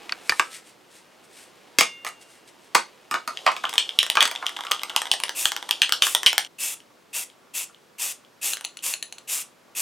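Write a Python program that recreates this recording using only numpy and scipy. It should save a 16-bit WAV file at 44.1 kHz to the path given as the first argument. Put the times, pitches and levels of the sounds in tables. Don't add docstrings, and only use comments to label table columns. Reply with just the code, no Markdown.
import sys
import numpy as np
from scipy import signal
from scipy.fft import rfft, irfft
from scipy.io import wavfile
from scipy.ndimage import uniform_filter1d, minimum_filter1d

SR = 44100
rng = np.random.default_rng(int(sys.argv[2]) if len(sys.argv) > 2 else 0)


def dump_mix(stems):
    frames = np.atleast_2d(stems).T
    limited = np.clip(frames, -1, 1)
    pcm = np.round(limited * 32767).astype(np.int16)
    wavfile.write(sys.argv[1], SR, pcm)


N = 432621

# (time [s], dome ping [dB],
# knock against ping [dB]: low if square on, near 0 if glancing)
STROKES = [(3.3722, -30, -45), (3.653, -25, -30), (3.78, -8.5, -20), (3.8918, -26, -36),
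           (3.9888, -7.5, -25.5), (4.1002, -18.5, -8.5), (4.2063, -5.5, -24), (4.2266, -16, -5.5),
           (4.3599, -28, -40), (4.4657, -21, -20.5), (4.5648, -33.5, -36), (4.6678, -33, -25),
           (4.717, -18, -11.5), (4.7941, -33.5, -36), (4.8963, -32, -23), (4.9627, -18, -3),
           (5.1152, -12.5, -14), (5.2364, -23, -7.5), (5.4552, -15.5, -8.5), (5.7098, -16.5, -13),
           (5.8184, -8, -17), (5.9227, -15, -7.5), (6.0218, -6.5, -17.5), (6.149, -14, -6.5),
           (6.2621, -11.5, -17.5), (6.2662, -5.5, -18), (6.38, -19.5, 0.5), (6.448, -35.5, -17),
           (6.803, -50.5, -22), (7.3, -52, -29), (7.746, -50.5, -34), (8.2487, -54.5, -31),
           (8.79, -43.5, -31)]
# (time [s], level [dB])
GLANCES = [(4.0296, -26), (4.0649, -34.5), (4.2768, -32), (4.4934, -39), (4.8339, -29), (5.0179, -28.5),
           (5.1378, -29), (5.2013, -34), (5.2935, -30), (5.5191, -28.5), (5.5643, -29.5), (5.6916, -33),
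           (5.8933, -31.5), (6.0682, -24.5), (6.2319, -29), (6.33, -28), (8.5701, -38.5), (8.61, -40)]
# (time [s], level [dB])
WALL_TAPS = [(8.5337, -25), (8.643, -40), (8.6484, -26.5), (8.7706, -37), (8.938, -25), (9.0262, -28),
             (9.1247, -36), (9.183, -41)]
# (start [s], end [s])
SHAKE = (3.3, 6.47)
# (frequency [Hz], level [dB], t60 [s])
CAN_KNOCK = [(460, -18, 0.0064), (826, -2.5, 0.014), (1010, 5.5, 0.012), (1539, 5, 0.015),
             (2106, 10, 0.0075)]
CAN_DOME = [(2695, -2, 0.0053), (3127, 4, 0.0076), (3620, -5.5, 0.0075)]
CAN_TICK = [(4700, 12.5, 0.0036), (5486, 12, 0.0071), (6950, 14, 0.0018), (8000, -0.5, 0.0045),
            (8490, 9, 0.0076), (9540, -2.5, 0.0081), (11600, -29, 0.0015)]
CAN_WALL = [(2630, 15, 0.005), (3020, 6, 0.017), (3400, 7.5, 0.0062), (4020, 7.5, 0.016),
            (4330, 6.5, 0.019), (6200, 3, 0.022), (6930, 4, 0.018), (7930, -2.5, 0.026), (8800, -7, 0.021),
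            (10020, 0, 0.042), (13900, -17, .03)]

# (down [s], up [s], relative level [dB])
PRESSES = [(5.347, 5.491, -26), (6.014, 6.142, -26.5), (6.582, 6.742, -26.5), (7.128, 7.238, -27),
           (7.535, 7.643, -27), (7.98, 8.125, -26), (8.412, 8.545, -24.5), (8.822, 8.941, -25.5),
           (9.273, 9.424, -25.5), (9.748, 9.883, -25.5)]
# (share of the press [0-1], level [dB])
PRESS_SHAPE = [(0, -19), (.15, -2), (.38, 2), (.7, -2.5), (1, -7)]
# (frequency [Hz], level [dB])
JET_SPECTRUM = [(120, -47), (200, -25), (538, -15.5), (851, -14), (968, -12), (1530, -14.5), (2170, -8.5),
                (2650, -3), (2960, -8), (3430, -4.5), (4040, -10.5), (7410, -1), (7970, -1), (13100, -5.5),
                (16000, -18)]
# (frequency [Hz], width [Hz], level [dB])
NOZZLE_MODES = [(2680, 150, -5), (8230, 850, -13.5)]

# (time [s], nominal level [dB], rim against hollow [dB], sharpness of the contact [dB])
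CAP_BLOWS = [(0.094, -40, 10, -14), (0.124, -35.5, 9, -19), (0.2946, -21, 6.5, -3.5),
             (0.3216, -31.5, -4, -4), (.3959, -15.5, 0.5, -10.5), (1.786, -22, 8, 12), (1.809, -18, 2.5, 2),
             (2.048, -34.5, -1.5, 1.5), (2.066, -32, 1, -11), (2.0882, -47.5, -1, 11),
             (2.748, -22.5, -5, 2), (2.751, -15, 1, 0), (3.1118, -28.5, -3, -0.5),
             (3.1416, -24.5, -2, -9.5), (3.2763, -30.5, -3.5, 0.5), (3.4625, -33.5, -3.5, -3),
             (3.4653, -14, -0.5, -28.5), (3.477, -21.5, -2.5, -30), (3.5171, -40.5, 4, 1),
             (3.5652, -33.5, 0.5, -5), (3.6401, -28.5, -6.5, -17), (3.6943, -42.5, 3, 11),
             (3.738, -39, -2.5, 10), (4.1541, -27.5, 1, -1), (4.171, -15.5, -0.5, -31.5),
             (4.218, -23, -2, -14), (4.2537, -30, 5.5, 6.5), (4.313, -35, 0.5, 5),
             (4.4257, -43.5, -15, -16), (4.5895, -43, -9.5, -13), (4.6504, -40.5, -5, 0),
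             (4.7127, -28.5, -7, 7)]
# (frequency [Hz], level [dB], t60 [s])
CAP_THUMP = [(239, -12.5, 0.1), (356, 7.5, .035), (486, 12.5, 0.025), (668, 4, 0.028)]
CAP_HOLLOW = [(940, -13, .03), (1085, -4, .05), (1220, 0, .05), (1290, -5, .04)]
CAP_RIM = [(1623, 0.5, 0.03), (1820, 1, 0.034), (1950, 0, .02), (2265, 5, 0.041), (2514, 4.5, 0.031)]
CAP_SNAP = [(3080, -1.2, 0.0048), (3343, 1, 0.0036), (3624, -1.1, 0.0014), (4690, -0.5, 0.0035),
            (4806, -6, 0.0051)]
CAP_CRACK = [(6450, 7.5, 0.045), (6640, 3.5, 0.005), (8000, 20, 0.0028), (10700, 6.5, .008),
             (12040, -26.5, 0.003)]
# (time [s], level at the swells [dB])
ROLL_LEVEL = [(3.5, -72), (3.85, -57), (4.45, -38), (4.95, -37), (5.1, -62)]
# (time [s], send against direct [dB])
CAP_ROOM_SEND = [(.1, -11), (.4, -2.5), (1.8, 2.5), (2.75, 2.5), (3.1, 5.5), (4.7, -0.5)]

# (time [s], frequency [Hz], level [dB], t60 [s])
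SIGN_PARTIALS = [(.1225, 4520, -11, 0.012), (.2955, 4520, -9, .014), (.2955, 1550, -19, .02),
                 (.322, 1790, -15, 0.046), (.322, 1830, -49, .25), (0.395, 1308, -41, .65),
                 (1.786, 3548, -34, 0.5), (1.786, 6200, -38, .35), (1.786, 2140, -27, 0.5),
                 (1.786, 2790, -34.5, 1.15)]

# (middle [s], length [s], level [dB])
RUBS = [(.36, 0.24, -45), (0.551, 0.07, -41), (.68, 0.07, -52), (0.957, .1, -52), (1.248, 0.025, -56),
        (1.392, 0.13, -47.5), (2.074, 0.022, -37), (2.221, 0.028, -49), (2.326, 0.13, -55),
        (2.486, .03, -51), (2.65, 0.09, -60.5)]
# (time [s], level [dB])
SLEEVE_LEVEL = [(0, -46.5), (.42, -51.5), (.72, -61), (1.65, -55.5), (2.3, -59.5), (3.2, -56.5), (6.6, -70)]
# (frequency [Hz], level [dB])
SLOSH_SPECTRUM = [(180, -49.5), (300, -5.5), (787, -5), (915, -9), (1250, -10), (2170, -22), (2980, -6),
                  (4090, -11.5), (8360, -19.5), (12700, -26), (16000, -60)]
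RUB_SPECTRUM = [(880, -37), (1500, -7), (2060, -1.5), (2800, -3), (3310, -3), (6240, -6), (7170, -5.5),
                (8400, -2), (12000, -12.5), (16000, -27.5)]
SLEEVE_SPECTRUM = [(100, -17.5), (350, 6), (800, 2), (1400, -2.5), (2800, -1.5), (6000, -11.5),
                   (10000, -16.5), (16000, -26.5)]

# (frequency [Hz], t60 [s], level [dB], side against mid [dB], left against right [dB])
ROOM = [(114.8, 0.26, -8.5, -6.5, 4.5), (280, 0.28, -9, -24, -2.5), (547, .22, -8, -9.5, -5),
        (1180, 0.15, -4.5, -7, 0.5), (3150, 0.23, -9.5, -14, 1), (7750, 0.2, -6, -10.5, 0),
        (14930, 0.09, -14.5, -11.5, 0)]
# (start [s], end [s])
PAUSE = (6.475, 6.575)
# (frequency [Hz], level [dB])
AIR_MID = [(18, -61), (30, -32.5), (131, -7.5), (227, -3), (437, -3), (486, -2.5), (760, -7.5), (937, -6.5),
           (1320, -10), (1430, -9), (1590, -11), (5740, -18.5), (16000, -29)]
AIR_SIDE = [(18, -21.5), (30, -17), (473, -3), (554, -5.5), (801, -8), (889, -7), (1250, -10.5),
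            (11100, -32.5), (16000, -51)]

TICK_DB, TICK_FOLLOWS = 1, 0.65
HOP_S, HOP_DB, HOP_LOSS_DB = 0.018, -22, 12.5
HOP_FOLLOWS = 0.64
GLANCE_DOME_DB, GLANCE_TICK_DB = -2, -1.5
CHATTER_PER_S, CHATTER_DB = 8.8, -37
WALL_KNOCK_DB = -14
THUMP_DB, SNAP_DB, CRACK_DB = -12, -4, -6
THUMP_FOLLOWS, SNAP_FOLLOWS = 0.3, 0.49
WOBBLE_PER_S, WOBBLE_DB, WOBBLE_AT_S = 4, 15.5, 4.45
POP_S = 1.787
SLOSH_DB = -48.5
AIR_MID_DB, AIR_SIDE_DB = -57.5, -63
CUTOFF_HZ = 15800


def from_db(db):
    return 10 ** (np.asarray(db) / 20)


def rms_one(x):
    return x / np.sqrt(np.mean(x ** 2) + 1e-20)


def unit_blow(x):
    return x * np.sqrt(SR / 100 / (np.sum(x ** 2) + 1e-20))


def seconds(count):
    return np.arange(count) / SR


def level_curve(rows):
    return from_db(np.interp(seconds(N), *np.transpose(rows)))


def at_hz(rows, hz):
    known, *columns = np.transpose(rows)
    return [np.interp(np.log(hz + 1e-9), np.log(known), c) for c in columns]


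def coloured(x, spectrum):
    hz = np.arange(N // 2 + 1) * SR / N
    gain = from_db(at_hz(spectrum, hz)[0])
    return rms_one(irfft(rfft(x) * gain, N))


def band(x, low, high):
    coefficients = signal.butter(2, [low, min(high, SR / 2 - 500)], "band", fs=SR)
    return signal.lfilter(*coefficients, x)


def add(track, s, sound):
    at = max(round(s * SR), 0)
    track[at:at + len(sound)] += sound[:max(N - at, 0)]


def grains(per_s, spread_db):
    sizes = from_db(spread_db * np.minimum(rng.exponential(1, N), 4)) * rng.choice([-1, 1], N)
    return rms_one(sizes * (rng.random(N) < per_s / SR))


def hump(middle, length):
    return np.exp(-np.minimum((2 * (seconds(N) - middle) / length) ** 2, 50))


def partial(hz, db, t60):
    t = seconds(count=60000)
    return from_db(db - 60 * t / t60) * np.sin(2 * np.pi * hz * t)


def strike(modes, detune, grit_db, grit_t60):
    t = seconds(count=2600)
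    hz, db, t60 = np.transpose(modes)[:, :, None]
    spot, shift = rng.standard_normal((2, len(hz), 1))
    sign = (-1) ** np.arange(len(hz))[:, None]
    decay = from_db(db + 1.66 * spot - 60 * t / t60)
    modal = (sign * decay * np.sin(2 * np.pi * hz * (1 + detune * shift) * t)).sum(0)
    noise = rng.standard_normal(len(t)) * from_db(-60 * t / grit_t60)
    grit = band(noise, hz.min() * 0.65, hz.max() * 1.144)
    blow = unit_blow(modal) + from_db(grit_db) * unit_blow(grit)
    high_pass = signal.butter(2, hz.min() * 0.82, "high", fs=SR)
    return unit_blow(signal.lfilter(*high_pass, blow))


def shaking(fade_s=0.052):
    t = seconds(N)
    return np.clip(np.minimum(t - SHAKE[0], SHAKE[1] - t) / fade_s, 0, 1)


def end_blow(knock_db, dome_db, tick_db):
    return (from_db(knock_db) * strike(CAN_KNOCK, detune=0.17, grit_db=-7.0, grit_t60=0.014)
            + from_db(dome_db) * strike(CAN_DOME, detune=0.036, grit_db=-3.5, grit_t60=0.009)
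            + from_db(tick_db) * strike(CAN_TICK, detune=0.083, grit_db=-2.5, grit_t60=0.0053))


def glance(db):
    return from_db(db) * end_blow(0, GLANCE_DOME_DB, GLANCE_TICK_DB)


def ball(chatter_spread_db=3):
    out = np.zeros(N)
    waits = rng.uniform(0.76, 1.1, len(STROKES))
    for (s, db, knock_db), wait in zip(STROKES, waits):
        tick_db = TICK_DB + TICK_FOLLOWS * knock_db
        add(out, s, from_db(db) * end_blow(knock_db, 0, tick_db))
        hop_db = min(HOP_DB + HOP_FOLLOWS * db, db - HOP_LOSS_DB)
        for k in range(2):
            ping = strike(CAN_DOME, detune=0.034, grit_db=-7.5, grit_t60=0.008)
            add(out, s + (k + 1) * wait * HOP_S, from_db(hop_db - k * HOP_LOSS_DB) * ping)
    for s, db in GLANCES:
        add(out, s, glance(db))
    for s, db in WALL_TAPS:
        knock = strike(CAN_KNOCK, detune=0.21, grit_db=-4.0, grit_t60=0.013)
        wall = strike(CAN_WALL, detune=0.0142, grit_db=-15.0, grit_t60=0.013)
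        add(out, s, from_db(db + WALL_KNOCK_DB) * knock)
        add(out, s, from_db(db) * wall)
    sizes = from_db(chatter_spread_db * rng.standard_normal(N))
    touches = (rng.random(N) < CHATTER_PER_S / SR) * sizes
    soft_touch = from_db(CHATTER_DB) * end_blow(knock_db=-2, dome_db=0, tick_db=-10)
    return out + signal.oaconvolve(shaking() * touches, soft_touch)[:N]


def spray(valve_s=0.0043, sputter_db=1.5, whistle_db=-7, whistle_fade_db=10):
    t = seconds(N)
    flow, whistle = np.zeros((2, N))
    for down, up, db in PRESSES:
        opening = np.clip(np.minimum(t - down, up + valve_s - t) / valve_s, 0, 1)
        progress = (t - down) / (up - down)
        jet_db = np.interp(progress, *np.transpose(PRESS_SHAPE))
        flow += opening * from_db(db + jet_db)
        whistle += opening * from_db(db + 0.28 * jet_db - whistle_fade_db * np.clip(progress, 0, 1))
    hiss = coloured(rng.standard_normal(N) + 0.603 * grains(per_s=5000, spread_db=4), JET_SPECTRUM)
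    tone = np.zeros(N)
    for hz, width, db in NOZZLE_MODES:
        resonance = signal.iirpeak(hz, hz / width, fs=SR)
        tone += from_db(db) * rms_one(signal.lfilter(*resonance, rng.standard_normal(N)))
    sputter = from_db(sputter_db * rms_one(band(rng.standard_normal(N), 30.1, 440)))
    return sputter * (from_db(-2) * flow * hiss + from_db(whistle_db) * whistle * tone)


def off_the_sign(x, near_s=0.000259, far_s=0.00111, bounce=0.054):
    t = seconds(N)
    sweep = 0.5 + 0.5 * np.sin(2 * np.pi * 1.15 * t)
    detour = near_s + (far_s - near_s) * sweep
    return (x + bounce * np.interp(t - detour, t, x)) / np.sqrt(1 + bounce ** 2)


def cap():
    direct, send = np.zeros((2, N))
    for s, db, rim_db, sharp_db in CAP_BLOWS:
        thump_db = THUMP_DB + THUMP_FOLLOWS * sharp_db
        snap_db = SNAP_DB + rim_db + SNAP_FOLLOWS * sharp_db
        blow = from_db(db) * (
            from_db(thump_db) * strike(CAP_THUMP, detune=0.027, grit_db=2.5, grit_t60=0.046)
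            + from_db(-rim_db) * strike(CAP_HOLLOW, detune=0.025, grit_db=2, grit_t60=0.026)
            + from_db(rim_db) * strike(CAP_RIM, detune=0.033, grit_db=5, grit_t60=0.008)
            + from_db(snap_db) * strike(CAP_SNAP, detune=0.035, grit_db=-2, grit_t60=0.053)
            + from_db(CRACK_DB + sharp_db) * strike(CAP_CRACK, detune=0.029, grit_db=-0.5, grit_t60=0.013))
        add(direct, s, blow)
        add(send, s, from_db(np.interp(s, *np.transpose(CAP_ROOM_SEND))) * blow)
    shell = strike(CAP_HOLLOW, detune=0.024, grit_db=5.5, grit_t60=0.018)
    rumble = rms_one(signal.fftconvolve(grains(per_s=130, spread_db=3.5), shell)[:N])
    turn = np.abs(np.sin(np.pi * WOBBLE_PER_S * (seconds(N) - WOBBLE_AT_S)))
    roll = level_curve(ROLL_LEVEL) * from_db(-WOBBLE_DB * turn) * rumble
    return direct + roll, send + roll


def rings(pop_hz=310, pop_db=-13, pop_t60=0.019):
    out = np.zeros(N)
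    add(out, POP_S, band(partial(pop_hz, pop_db, pop_t60), 200, 900))
    for s, hz, db, t60 in SIGN_PARTIALS:
        add(out, s, partial(hz, db, t60))
    return out


def handling():
    slosh = coloured(grains(per_s=2600, spread_db=9.0) + 1.8 * rng.standard_normal(N), SLOSH_SPECTRUM)
    rub = coloured(grains(per_s=4800, spread_db=3.5), RUB_SPECTRUM)
    sleeve = coloured(grains(per_s=2100, spread_db=2.0), SLEEVE_SPECTRUM)
    slide = sum(from_db(db) * hump(s, length) for s, length, db in RUBS)
    return from_db(SLOSH_DB) * shaking() * slosh + slide * rub + level_curve(SLEEVE_LEVEL) * sleeve


def microphone(x, hollow_hz=270, left_dip=0.79, right_lift=0.54):
    low_mids = signal.lfilter(*signal.iirpeak(hollow_hz, 0.6, fs=SR), x)
    return x + np.array([[-left_dip], [right_lift]]) * low_mids


def echoes(first_echo_s=0.0036, hold_s=0.0034):
    t = seconds(count=13000)
    late = np.maximum(t - first_echo_s - hold_s, 0)
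    edges = np.geomspace(60, 17000, num=13)
    response = 0
    left_right = np.array([[1], [-1]])
    for low, high in zip(edges, edges[1:]):
        t60, db, side_db, pan_db = at_hz(ROOM, np.sqrt(low * high))
        fade = (t > first_echo_s) * from_db(-60 * late / t60)
        noise = rng.standard_normal((2, len(t))) * fade / np.sqrt(np.sum(fade ** 2))
        mid, side = band(noise, low, high)
        stereo = mid + left_right * from_db(side_db) * side
        response = response + from_db(db + left_right * pan_db / 2) * stereo
    return response


def workshop(x, count=4):
    spot = 4.3 * seconds(N)
    out = 0
    for k in range(count):
        distance = np.abs((spot - k + count / 2) % count - count / 2)
        share = np.sqrt(np.maximum(1 - distance, 0))
        out = out + signal.oaconvolve((share * x)[None], echoes(), axes=1)[:, :N]
    return out


def air():
    mid = from_db(AIR_MID_DB) * coloured(rng.standard_normal(N), AIR_MID)
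    side = from_db(AIR_SIDE_DB) * coloured(rng.standard_normal(N), AIR_SIDE)
    return np.array([mid + side, mid - side])


def scene(can_pan_db=1.43):
    cap_direct, cap_send = cap()
    can = ball() + off_the_sign(spray()) + handling()
    can_pan = from_db(np.array([[1], [-1]]) * can_pan_db / 2)
    near = can * can_pan + cap_direct + rings()
    t = seconds(N)
    going = uniform_filter1d(1.0 * ((t < PAUSE[0]) | (t > PAUSE[1])), size=100)
    return going * microphone(near + workshop(can + cap_send)) + air()


def record(dry, limit=1.28, ceiling=0.81):
    allowed = np.minimum(1, limit / (np.abs(dry).max(0) + 1e-9))
    held = dry * uniform_filter1d(minimum_filter1d(allowed, size=31), size=21)
    clipped = held / (1 + (held / ceiling) ** 6) ** (1 / 6)
    low_pass = signal.ellip(10, 0.2, 80, CUTOFF_HZ, fs=SR, output="sos")
    return signal.sosfilt(low_pass, clipped)


dry = scene()
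out = record(dry)
dump_mix(out)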